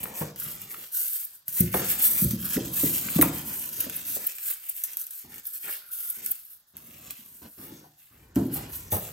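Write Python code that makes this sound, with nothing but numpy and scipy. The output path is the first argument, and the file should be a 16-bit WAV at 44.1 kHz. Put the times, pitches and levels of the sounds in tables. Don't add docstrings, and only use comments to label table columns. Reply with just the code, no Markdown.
import sys
import numpy as np
from scipy import signal
from scipy.fft import rfft, irfft
from scipy.io import wavfile
from scipy.ndimage import uniform_filter1d

SR = 44100
rng = np.random.default_rng(int(sys.argv[2]) if len(sys.argv) > 2 else 0)


def store_pcm(level_fs):
    pcm = np.round(np.clip(level_fs, -1, 1) * 32767).astype(np.int16)
    wavfile.write(sys.argv[1], SR, np.atleast_2d(pcm).T)


N = 402480
TIME = np.arange(N) / SR


def undb(db):
    return 10 ** (np.asarray(db) / 20)


def unit(x):
    return x / np.sqrt(np.mean(x ** 2))


def freqs(x):
    return np.arange(x.shape[-1] // 2 + 1) * SR / x.shape[-1]


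def on_log_axis(hz, points):
    point_hz, value = np.transpose(points)
    return np.interp(np.log(np.maximum(hz, 1)), np.log(point_hz), value)


def colour(x, eq):
    return irfft(rfft(x) * undb(on_log_axis(freqs(x), eq)), x.shape[-1])


def drift(rate_hz):
    hold = max(int(SR / rate_hz), 2)
    steps = np.repeat(rng.standard_normal(N // hold + 1), hold)
    return unit(uniform_filter1d(uniform_filter1d(steps, hold), hold)[:N])


def add(track, start_s, sound):
    i = max(int(start_s * SR), 0)
    track[i:i + len(sound)] += sound[:max(N - i, 0)]


def slips(per_s, scatter_db, size=N):
    happens = rng.random(size) < per_s / SR
    polarity = rng.choice([-1, 1], size)
    return happens * polarity * undb(scatter_db * np.clip(rng.standard_normal(size), -2, 2))


def stroke(length_s, attack_s, release_s, swell_db=0):
    t = TIME[:SR]
    progress = np.clip(t / max(length_s, .01), 0, 1)
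    release = np.exp(-np.maximum(t - length_s, 0) / release_s)
    return np.minimum(t / attack_s, 1) * undb(swell_db * (progress - .5)) * release


# start_s, length_s, hiss_db, swell_db, rasp_db
PUSHES = [(0, 0.02, -34, -21, -38), (0.049, 0.04, -43, -5, -49), (0.12, 0.083, -42.5, 10.5, -46.5),
          (0.369, 0.16, -41, -0.5, -44.5), (0.581, 0.061, -49.5, 0, -48.5), (0.677, 0.21, -46.5, -9, -49),
          (0.913, 0.064, -31, 5, -60), (0.97, 0.17, -34.5, -9, -51), (1.096, 0.065, -32.5, 2.5, -60),
          (1.186, 0.027, -39.5, 0.5, -53), (1.272, 0.078, -54, 6, -69), (1.451, 0.15, -40.5, 27, -50),
          (1.71, 0.087, -31, -4, -35.5), (1.82, 0.089, -34, 12.5, -41), (1.947, 0.056, -39, 8.5, -39.5),
          (1.989, 0.083, -24.5, 5.5, -44.5), (2.097, 0.14, -28.5, -0.5, -41.5),
          (2.256, 0.097, -42, -5.5, -41), (2.378, 0.17, -36, 6.5, -41.5), (2.618, 0.11, -43.5, -8, -47.5),
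          (2.722, 0.16, -29, 1, -36.5), (2.89, 0.091, -31.5, 2.5, -41.5), (2.976, 0.21, -38, 7.5, -41),
          (3.201, 0.036, -34.5, 9, -42), (3.305, 0.092, -39.5, -1, -43.5), (3.437, 0.23, -37.5, -2, -46.5),
          (3.704, 0.14, -38.5, -3, -42.5), (3.91, 0.08, -41, -2, -41), (4.036, 0.12, -36, 6, -44),
          (4.2, 0.18, -43.5, -8.5, -48), (4.368, 0.13, -39, 16, -53), (4.584, 0.13, -47.5, 8.5, -58.5),
          (4.732, 0.078, -42, -1, -55), (4.825, 0.11, -45.5, -2, -51), (4.974, 0.021, -33, 1.5, -70),
          (5.089, 0.11, -46, 3, -57), (5.274, 0.12, -53, -0.5, -54), (5.425, 0.063, -43.5, 1, -64),
          (5.5, 0.059, -39.5, 5.5, -59.5), (5.6, 0.12, -41, 13.5, -50), (5.77, 0.11, -55.5, 9.5, -72),
          (5.897, 0.21, -38.5, 0.5, -53), (6.127, 0.037, -43.5, 4, -51.5), (6.215, 0.16, -43, -8, -58),
          (6.373, 0.16, -54, 7, -70), (6.66, .02, -59, 0.5, -84), (6.743, 0.43, -55.5, 5.5, -55),
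          (7.152, 0.45, -54.5, -2.5, -63), (7.572, 0.077, -49, 3, -55), (7.677, 0.26, -62.5, -12, -62),
          (7.962, 0.33, -64, -11.5, -68), (8.342, 0.18, -52.5, -12, -53.5), (8.503, 0.069, -40.5, 6.5, -43),
          (8.662, 0.093, -47.5, 20.5, -56.5), (8.777, 0.055, -51.5, 2, -49), (8.901, 0.029, -26, -1, -39.5),
          (8.973, 0.17, -47, -8, -49)]


def push_envelopes():
    power = np.zeros((2, N))
    for start_s, length_s, hiss_db, swell_db, rasp_db in PUSHES:
        hiss = stroke(length_s, attack_s=.035, release_s=.04, swell_db=swell_db)
        rasp = stroke(length_s, attack_s=.035, release_s=.067, swell_db=swell_db)
        add(power[0], start_s, (undb(hiss_db) * hiss) ** 2)
        add(power[1], start_s, (undb(rasp_db) * rasp) ** 2)
    return np.sqrt(power)


# freq_hz, gain_db
FOAM_EQ = [(300, -59.5), (1000, -51.5), (1250, -22), (1550, -17), (2200, -31), (2900, -19), (5400, -18.5),
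           (7600, -12), (8150, 2.5), (10000, 1.5), (12500, 2.5), (15500, 1)]
# freq_hz, gain_db
CARDBOARD_EQ = [(300, -16), (800, -11.5), (1400, -7.5), (2200, -4.5), (3100, -2.5), (4200, -9.5),
                (6000, -7), (8000, 3), (11000, -8.5), (16000, -32.5)]


def scraping(hiss, rasp):
    pressure = drift(110)
    beads = unit(colour(slips(per_s=5500, scatter_db=-1.5), FOAM_EQ))
    fibres = shifting_contact(colour(slips(per_s=1100, scatter_db=4), CARDBOARD_EQ))
    surges = undb(1.8 * drift(32))
    return beads * hiss * undb(1.7 * pressure + 6.5) + fibres * surges * rasp * undb(.44 * pressure - 1)


def shifting_contact(x):
    centres_hz = 1000 * 2 ** np.arange(0, 3.6, .5)
    spectrum, hz, out = rfft(x), freqs(x), 0
    for share in np.eye(len(centres_hz)):
        band = irfft(spectrum * on_log_axis(hz, list(zip(centres_hz, share))), N)
        out = out + band * undb(2.6 * drift(18))
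    return unit(out)


# freq_hz, gain_db
WRAP_EQ = [(500, -22.5), (1500, -5.5), (4000, -5.5), (8000, -7.5), (9700, -15.5), (11500, 3.5), (15000, 5)]
# time_s, gain_db
WRAP_RIDE = [(0, -9), (3.3, -7), (3.7, -2), (5.4, -2), (6.4, -9)]


def crinkling(hiss, rasp):
    fold_fade_s = .0008
    folds = np.abs(slips(per_s=55, scatter_db=4.5))
    clusters = signal.lfilter([1], [1, -np.exp(-1 / (fold_fade_s * SR))], folds)
    crackle = unit(colour(clusters * slips(per_s=9000, scatter_db=3), WRAP_EQ))
    pops = unit(colour(slips(per_s=70, scatter_db=3), FOAM_EQ))
    ride = undb(np.interp(TIME, *np.transpose(WRAP_RIDE)))
    return crackle * rasp * ride + pops * hiss * undb(-7)


# start_s, level_db, length_s, pitch_hz
RUSTLES = [(0.0, -50.5, 0.12, 181.5), (0.03, -53.5, 0.27, 530), (0.389, -57.5, 0.29, 165),
           (0.44, -61, .13, 524), (0.689, -58.5, 0.15, 404), (1.505, -63, 0.26, 152),
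           (1.74, -39, 0.098, 437), (1.793, -51, 0.42, 217), (2.43, -50, 0.71, 234),
           (3.294, -49.5, 0.226, 216.6), (3.516, -56.5, 0.24, 232), (3.773, -49.5, 0.12, 317),
           (3.963, -57.5, 0.28, 255), (5.237, -59.5, 0.15, 231), (5.64, -56.5, 0.048, 406),
           (6.166, -60, 0.14, 283), (6.735, -58.5, 0.382, 217), (7.186, -69, 0.24, 215),
           (7.414, -51.5, 0.054, 250), (7.573, -53, 0.15, 274), (7.739, -60.5, 0.13, 310),
           (8.106, -59.5, 0.37, 94), (8.369, -49.5, 0.085, 240), (8.493, -47, 0.2, 162),
           (8.657, -53, 0.49, 86)]
# pitch_ratio, gain_db
PANEL_EQ = [(.12, -29), (.28, 0), (.55, -1), (1, 2.5), (1.45, -3), (2, -8), (4, -11.5), (6.5, -20),
            (18, -22.5), (60, -40.5)]


def rustling():
    out = np.zeros(N)
    for start_s, level_db, length_s, pitch_hz in RUSTLES:
        drag = colour(rng.standard_normal(SR), [(ratio * pitch_hz, db) for ratio, db in PANEL_EQ])
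        envelope = stroke(length_s, attack_s=.0057, release_s=.019)
        add(out, start_s, undb(level_db + 2.5) * unit(drag) * envelope)
    return out * undb(.93 * drift(45))


# start_s, level_db, body_mix_db
SNAP_HITS = [(0.0312, -25, -8), (0.3598, -32.5, -4.5), (0.399, -19.5, -22), (0.617, -28, -12),
             (0.839, -32, -3), (1.4812, -18, -39), (2.309, -17, -12), (3.2127, -11, -6.5),
             (3.5585, -35, -9), (3.6897, -25, -10.5), (3.803, -25.5, 2.5), (3.897, -22, -6),
             (4.051, -31, -2.5), (4.059, -36, -2), (4.0793, -39, 1), (4.241, -29.5, -7),
             (4.848, -29, -31.5), (4.932, -28, -7), (4.3836, -31, -1.5), (4.838, -13, -30.5),
             (4.97, -18.5, -13.5), (5.067, -31, -8), (5.1073, -26.5, -43), (5.321, -36.5, -7),
             (5.342, -31, -8), (5.359, -32, -19.5), (5.381, -32, -8), (5.454, -26.5, -26.5),
             (6.261, -15, -19), (6.3156, -28.5, -28), (6.768, -31, -10), (7.107, -24, -9.5),
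             (8.3578, -27, -4), (8.918, -22.5, -3)]


def snapping():
    out, t = np.zeros(N), TIME[:SR // 10]
    attack_s, crack_fade_s, rattle_fade_s = .0002, .0011, .016
    attack = 1 - np.exp(-t / attack_s)
    decay = np.exp(-t / crack_fade_s) + undb(-10.5) * np.exp(-t / rattle_fade_s)
    for start_s, level_db, body_mix_db in SNAP_HITS:
        foam = unit(colour(rng.standard_normal(len(t)), FOAM_EQ))
        body = unit(colour(rng.standard_normal(len(t)), CARDBOARD_EQ))
        burst = foam + undb(body_mix_db - 4) * body
        add(out, start_s, undb(level_db + 1) * burst * attack * decay)
    return out


# peak_s, level_db
SQUEAK_HITS = [(.036, -34.5), (1.251, -35.5), (1.606, -22.5), (3.223, -17.5), (3.808, -27.5),
               (3.965, -31.5), (4.271, -26.5), (4.512, -32), (4.697, -32), (5.471, -34.5), (5.935, -39),
               (6.103, -30), (6.316, -25), (8.543, -32), (8.924, -37)]
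# freq_hz, gain_db
SQUEAK_EQ = [(300, -70), (1400, -38), (3200, -20), (7000, -31), (9000, 12), (11000, 4.5), (13500, 6.5),
             (15500, 7.5)]


def squeaking():
    envelope = np.zeros(N)
    lead_s, slope_s = .04, .0035
    swell = 1 / np.cosh((TIME[:int(2 * lead_s * SR)] - lead_s) / slope_s)
    for peak_s, level_db in SQUEAK_HITS:
        add(envelope, peak_s - lead_s, undb(level_db + 10) * swell)
    return envelope * unit(colour(slips(per_s=9200, scatter_db=2.5), SQUEAK_EQ))


# start_s, level_db, pitch_hz, fade_s
TICK_HITS = [(0.0567, -24.5, 1300, 0.00055), (0.4193, -35.5, 1410, 0.0025), (0.744, -30, 1350, 0.0016),
             (1.48, -41, 1970, 0.0011), (1.742, -16, 1200, 0.0015), (2.56, -30, 1500, 0.0013),
             (2.569, -23, 1967, 0.00096), (3.0855, -25.5, 1500, .0016), (3.089, -25.5, 2400, 0.0012),
             (3.214, -16, 2100, 0.00079), (3.2233, -21, 1900, 0.00084), (3.2262, -11, 1290, 0.001),
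             (3.2298, -20, 780, .0025), (3.843, -32, 1870, .002), (4.272, -30.5, 3020, .002),
             (5.6806, -33, 1400, .002), (5.6902, -32.5, 1700, .002), (7.1036, -34, 2490, .003),
             (7.107, -32, 4140, 0.0022)]
# pitch_ratio, gain_db
EDGE_MODES = [(1, 1), (1.32, -4), (1.8, -4), (2.701, -10)]


def ticking():
    out, t = np.zeros(N), TIME[:SR // 25]
    for start_s, level_db, pitch_hz, fade_s in TICK_HITS:
        ring = sum(undb(db) * np.sin(2 * np.pi * ratio * pitch_hz * t) * np.exp(-t * ratio ** .5 / fade_s)
                   for ratio, db in EDGE_MODES)
        ring *= 1 - np.exp(-t * pitch_hz * 2)
        add(out, start_s, undb(level_db) * ring / np.abs(ring).max())
    return out


# start_s, length_s, level_db, pitch_hz, width_hz
CREAK_GRIPS = [(0.062, .14, -60, 950, 600), (0.44, .06, -56.5, 1900, 900), (2.765, .02, -48.5, 1683, 250),
               (3.235, .04, -46.5, 2500, 1200), (4.46, .073, -60, 1500, 200),
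               (5.313, .08, -60.5, 1820, 1600), (5.628, .13, -52.5, 2400, 1800),
               (5.678, .021, -47, 1700, 1910), (5.815, .37, -63, 1470, 130), (5.89, .007, -57, 1350, 200),
               (7.835, 0.02, -57, 780, 180)]


def creaking():
    out = np.zeros(N)
    for start_s, length_s, level_db, pitch_hz, width_hz in CREAK_GRIPS:
        edges_hz = [pitch_hz / (1 + width_hz / pitch_hz / 2), pitch_hz + width_hz / 2]
        resonance = signal.butter(2, edges_hz, "band", fs=SR, output="sos")
        ring = signal.sosfilt(resonance, slips(per_s=900, scatter_db=4, size=SR))
        add(out, start_s, undb(level_db) * unit(ring) * stroke(length_s, attack_s=.005, release_s=.012))
    return out


# start_s, level_db, pitch_hz, ring_mix_db
BOOM_HITS = [(0.21, -21, 173, -9), (0.46, -36.5, 150, -13), (1.482, -44, 152, -18), (1.603, -9.5, 187, -8),
             (1.742, -23.5, 236, 1.5), (2.219, -14.5, 182, -10), (2.246, -17, 145, -3),
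             (2.331, -18, 213, -8), (2.561, -17.5, 228, -5.5), (2.57, -15.5, 284, -9),
             (2.833, -14, 290, -7.5), (3.057, -27, 220, -9), (3.159, -8.5, 199, -21),
             (3.19, -6.5, 295, -24), (3.198, -21.5, 335, -16), (3.204, -19.5, 135, -5),
             (3.273, -22, 216, -11), (3.866, -33, 258, -5), (7.187, -49.5, 230, -7), (7.59, -43, 290, -1.5),
             (7.72, -37.5, 292, -4), (8.362, -8, 245, -9.5), (8.373, -12.5, 284, -11),
             (8.41, -15.5, 285, -13), (8.453, -15.5, 263, -17), (8.922, -20.5, 110, -9)]
# freq_hz, gain_db, t60_s
BOX_MODES = [(81.4, 1, 0.15), (117.4, -3.5, 0.38), (144, -12, 0.89), (175.3, -2.5, 0.35), (204.6, 0, 0.22),
             (229, -5, 0.18), (285.6, -2.5, 0.037), (336, -0.5, 0.13), (374, -6, 0.081), (431.5, -8, 0.051),
             (566, -6, 0.076)]


def booming():
    out, t = np.zeros(N), TIME[:SR // 2]
    mode_hz, mode_db, t60_s = np.transpose(BOX_MODES)[:, :, None]
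    ring_attack_s, heave_peak_s = .0053, .0057
    ring_envelope = (1 - np.exp(-t / ring_attack_s)) * np.exp(-np.log(1000) * t / t60_s)
    age = t / heave_peak_s
    for start_s, level_db, pitch_hz, ring_mix_db in BOOM_HITS:
        detune, polarity = rng.standard_normal((2, len(BOX_MODES), 1))
        weight = undb(mode_db - 1.9 * np.log2(mode_hz / pitch_hz) ** 2) * np.sign(polarity)
        modes = weight * np.sin(2 * np.pi * mode_hz * (1 + .035 * detune) * t) * ring_envelope
        ring = modes.sum(axis=0) / np.linalg.norm(weight)
        heave = age ** 2 * np.exp(2 * (1 - age)) * np.sin(2 * np.pi * pitch_hz * t)
        add(out, start_s, undb(level_db - 4) * heave + undb(level_db + ring_mix_db) * ring)
    return out


# start_s, level_db, pitch_hz, fade_s
KNOCK_HITS = [(0.213, -26.5, 450, 0.013), (0.214, -37.5, 950, 0.015), (1.744, -22.5, 475, 0.014),
              (2.573, -26, 390, 0.0083), (2.833, -21.5, 390, 0.0025), (3.186, -26.5, 620, 0.011),
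              (3.228, -29.5, 1000, 0.014), (3.23, -27.5, 430, 0.026), (3.866, -33, 447, 0.0042),
              (4.165, -35.5, 462, 0.0048), (5.69, -43, 658, 0.006), (8.362, -32, 540, 0.036),
              (8.555, -41.5, 700, 0.039), (8.923, -29.5, 610, 0.028), (8.966, -36, 700, 0.016)]
# pitch_ratio, gain_db
SLAP_EQ = [(.17, -14.5), (.5, -2.5), (1, 1), (1.26, -1.5), (5, -30), (20, -49.5)]


def knocking():
    out, t = np.zeros(N), TIME[:SR // 5]
    for start_s, level_db, pitch_hz, fade_s in KNOCK_HITS:
        noise = colour(rng.standard_normal(len(t)), [(ratio * pitch_hz, db) for ratio, db in SLAP_EQ])
        slap = unit(noise) * np.exp(-t / fade_s)
        ring = np.sin(2 * np.pi * pitch_hz * t) * np.exp(-t * pitch_hz / 5)
        attack = 1 - np.exp(-t * pitch_hz * 2)
        add(out, start_s, undb(level_db + 2.5) * (slap + undb(-6) * ring) * attack)
    return out


# start_s, level_db
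FLICK_HITS = [(0.5537, -27), (1.0053, -15), (2.4024, -38), (2.7195, -31), (3.9657, -25), (4.2428, -29),
              (4.2736, -16), (4.3853, -27), (4.7657, -23), (4.8372, -14.5), (4.9706, -19), (5.068, -22),
              (5.3979, -29), (5.473, -25), (6.11, -19), (6.4519, -29), (6.7685, -23), (7.2613, -33),
              (8.9973, -21)]


def flicking():
    out, t = np.zeros(N), TIME[:SR // 100]
    centre_hz, rise_s = 12800, .00022
    age = t / rise_s
    for start_s, level_db in FLICK_HITS:
        pitch_hz = centre_hz * (1 + .04 * rng.standard_normal())
        add(out, start_s, undb(level_db) * age * np.exp(1 - age) * np.sin(2 * np.pi * pitch_hz * t))
    return out


# freq_hz, correlation
STEREO_LIKENESS = [(150, 1), (280, 1), (420, 1), (700, 0.67), (1100, 0.3), (1600, 0.27), (3000, 0.2)]


def diffuse(size):
    mid, side = rfft(rng.standard_normal((2, size)))
    alike = on_log_axis(freqs(np.empty(size)), STEREO_LIKENESS)
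    mid, side = mid * np.sqrt(1 + alike), side * np.sqrt(1 - alike)
    return unit(irfft([mid + side, mid - side], size))


def wandering(x, responses):
    blend = np.array([drift(6) for _ in responses])
    blend /= np.linalg.norm(blend, axis=0)
    return sum(signal.oaconvolve((x * share)[None], response, axes=1)[:, :N]
               for share, response in zip(blend, responses))


# freq_hz, gain_db
BOX_ECHO_EQ = [(100, -30), (300, -18.5), (520, -9.5), (1000, 1.5), (2000, 0.5), (4500, 1), (6500, 2.5),
               (10000, -39), (16000, -7.5)]


def box_echoes(x):
    t, decay_s = TIME[:SR // 12], .0056
    fade = np.linspace(1, 0, len(t)) ** 2
    responses = []
    for _ in range(7):
        burst = diffuse(len(t)) * np.exp(-t / decay_s)
        flat_burst = irfft(np.exp(1j * np.angle(rfft(burst))), len(t))
        responses.append(colour(flat_burst, BOX_ECHO_EQ) * fade)
    return wandering(x, responses)


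# freq_hz, gain_db
REVERB_EQ = [(40, 1.5), (130, 1), (250, -3.5), (450, 4.5), (1200, -1), (3000, -3.5), (5000, 4), (7500, -10),
             (11000, -38), (16000, -13)]
# freq_hz, t60_s
REVERB_DECAY = [(100, 0.68), (400, 0.4), (1200, 0.54), (3500, 0.84), (12000, 0.05)]


def room_response():
    t, attack_s = TIME[:SR], .0029
    hz, tail = freqs(t), 0
    spectrum = rfft(diffuse(SR)) * undb(on_log_axis(hz, REVERB_EQ))
    centres_hz = 62.5 * 2 ** np.arange(9)
    for centre_hz, share in zip(centres_hz, np.eye(len(centres_hz))):
        band = irfft(spectrum * on_log_axis(hz, list(zip(centres_hz, share))), SR)
        t60_s = on_log_axis(centre_hz, REVERB_DECAY)
        envelope = np.exp(-np.log(1000) * t / t60_s) * (1 - np.exp(-t / attack_s))
        tail = tail + band * unit(envelope) / SR ** .5
    return tail


# freq_hz, gain_db
AIR_EQ = [(18, -41), (30, -2), (108, -4), (473, -20), (557, -15), (1790, -10.5), (2490, -36), (3450, -11.5),
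          (8000, -15.5), (10400, -51.5), (17600, -120)]


def room_tone():
    return unit(colour(diffuse(N), AIR_EQ)) * undb(-71)


# freq_hz, phase_rad
LEFT_LEAD = [(320, 0), (460, -1.3), (750, -1.8), (1100, -1.3), (1500, -.7), (2240, -.7), (3300, -1.8),
             (4000, -1.2), (5000, 0), (6600, .4), (9040, 3), (10200, 3.6), (12600, 6), (13700, 6.6),
             (15800, 8.5)]


def scene():
    hiss, rasp = push_envelopes()
    friction = scraping(hiss, rasp) + crinkling(hiss, rasp) + creaking() + snapping() + squeaking()
    panels, booms, knocks, ticks = rustling(), booming(), knocking(), ticking()
    left = friction + panels + booms + knocks + ticks + flicking()
    right = irfft(rfft(left) * np.exp(-1j * on_log_axis(freqs(left), LEFT_LEAD)), N)
    echoes = box_echoes(friction + panels + booms + undb(-5) * knocks + undb(-12.5) * ticks)
    send = undb(-4.5) * friction + undb(-18) * panels + undb(-2) * booms + undb(-7.5) * (knocks + ticks)
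    reverb = wandering(send, [room_response() for _ in range(3)])
    return np.array([left, right]) + echoes + reverb + room_tone()


def record(dry):
    low_cut_hz, high_cut_hz = 47, 15750
    thinned = signal.sosfilt(signal.butter(3, low_cut_hz, "high", fs=SR, output="sos"), dry)
    return signal.sosfilt(signal.ellip(10, .2, 70, high_cut_hz, fs=SR, output="sos"), thinned)


dry = scene()
out = record(dry)
store_pcm(out)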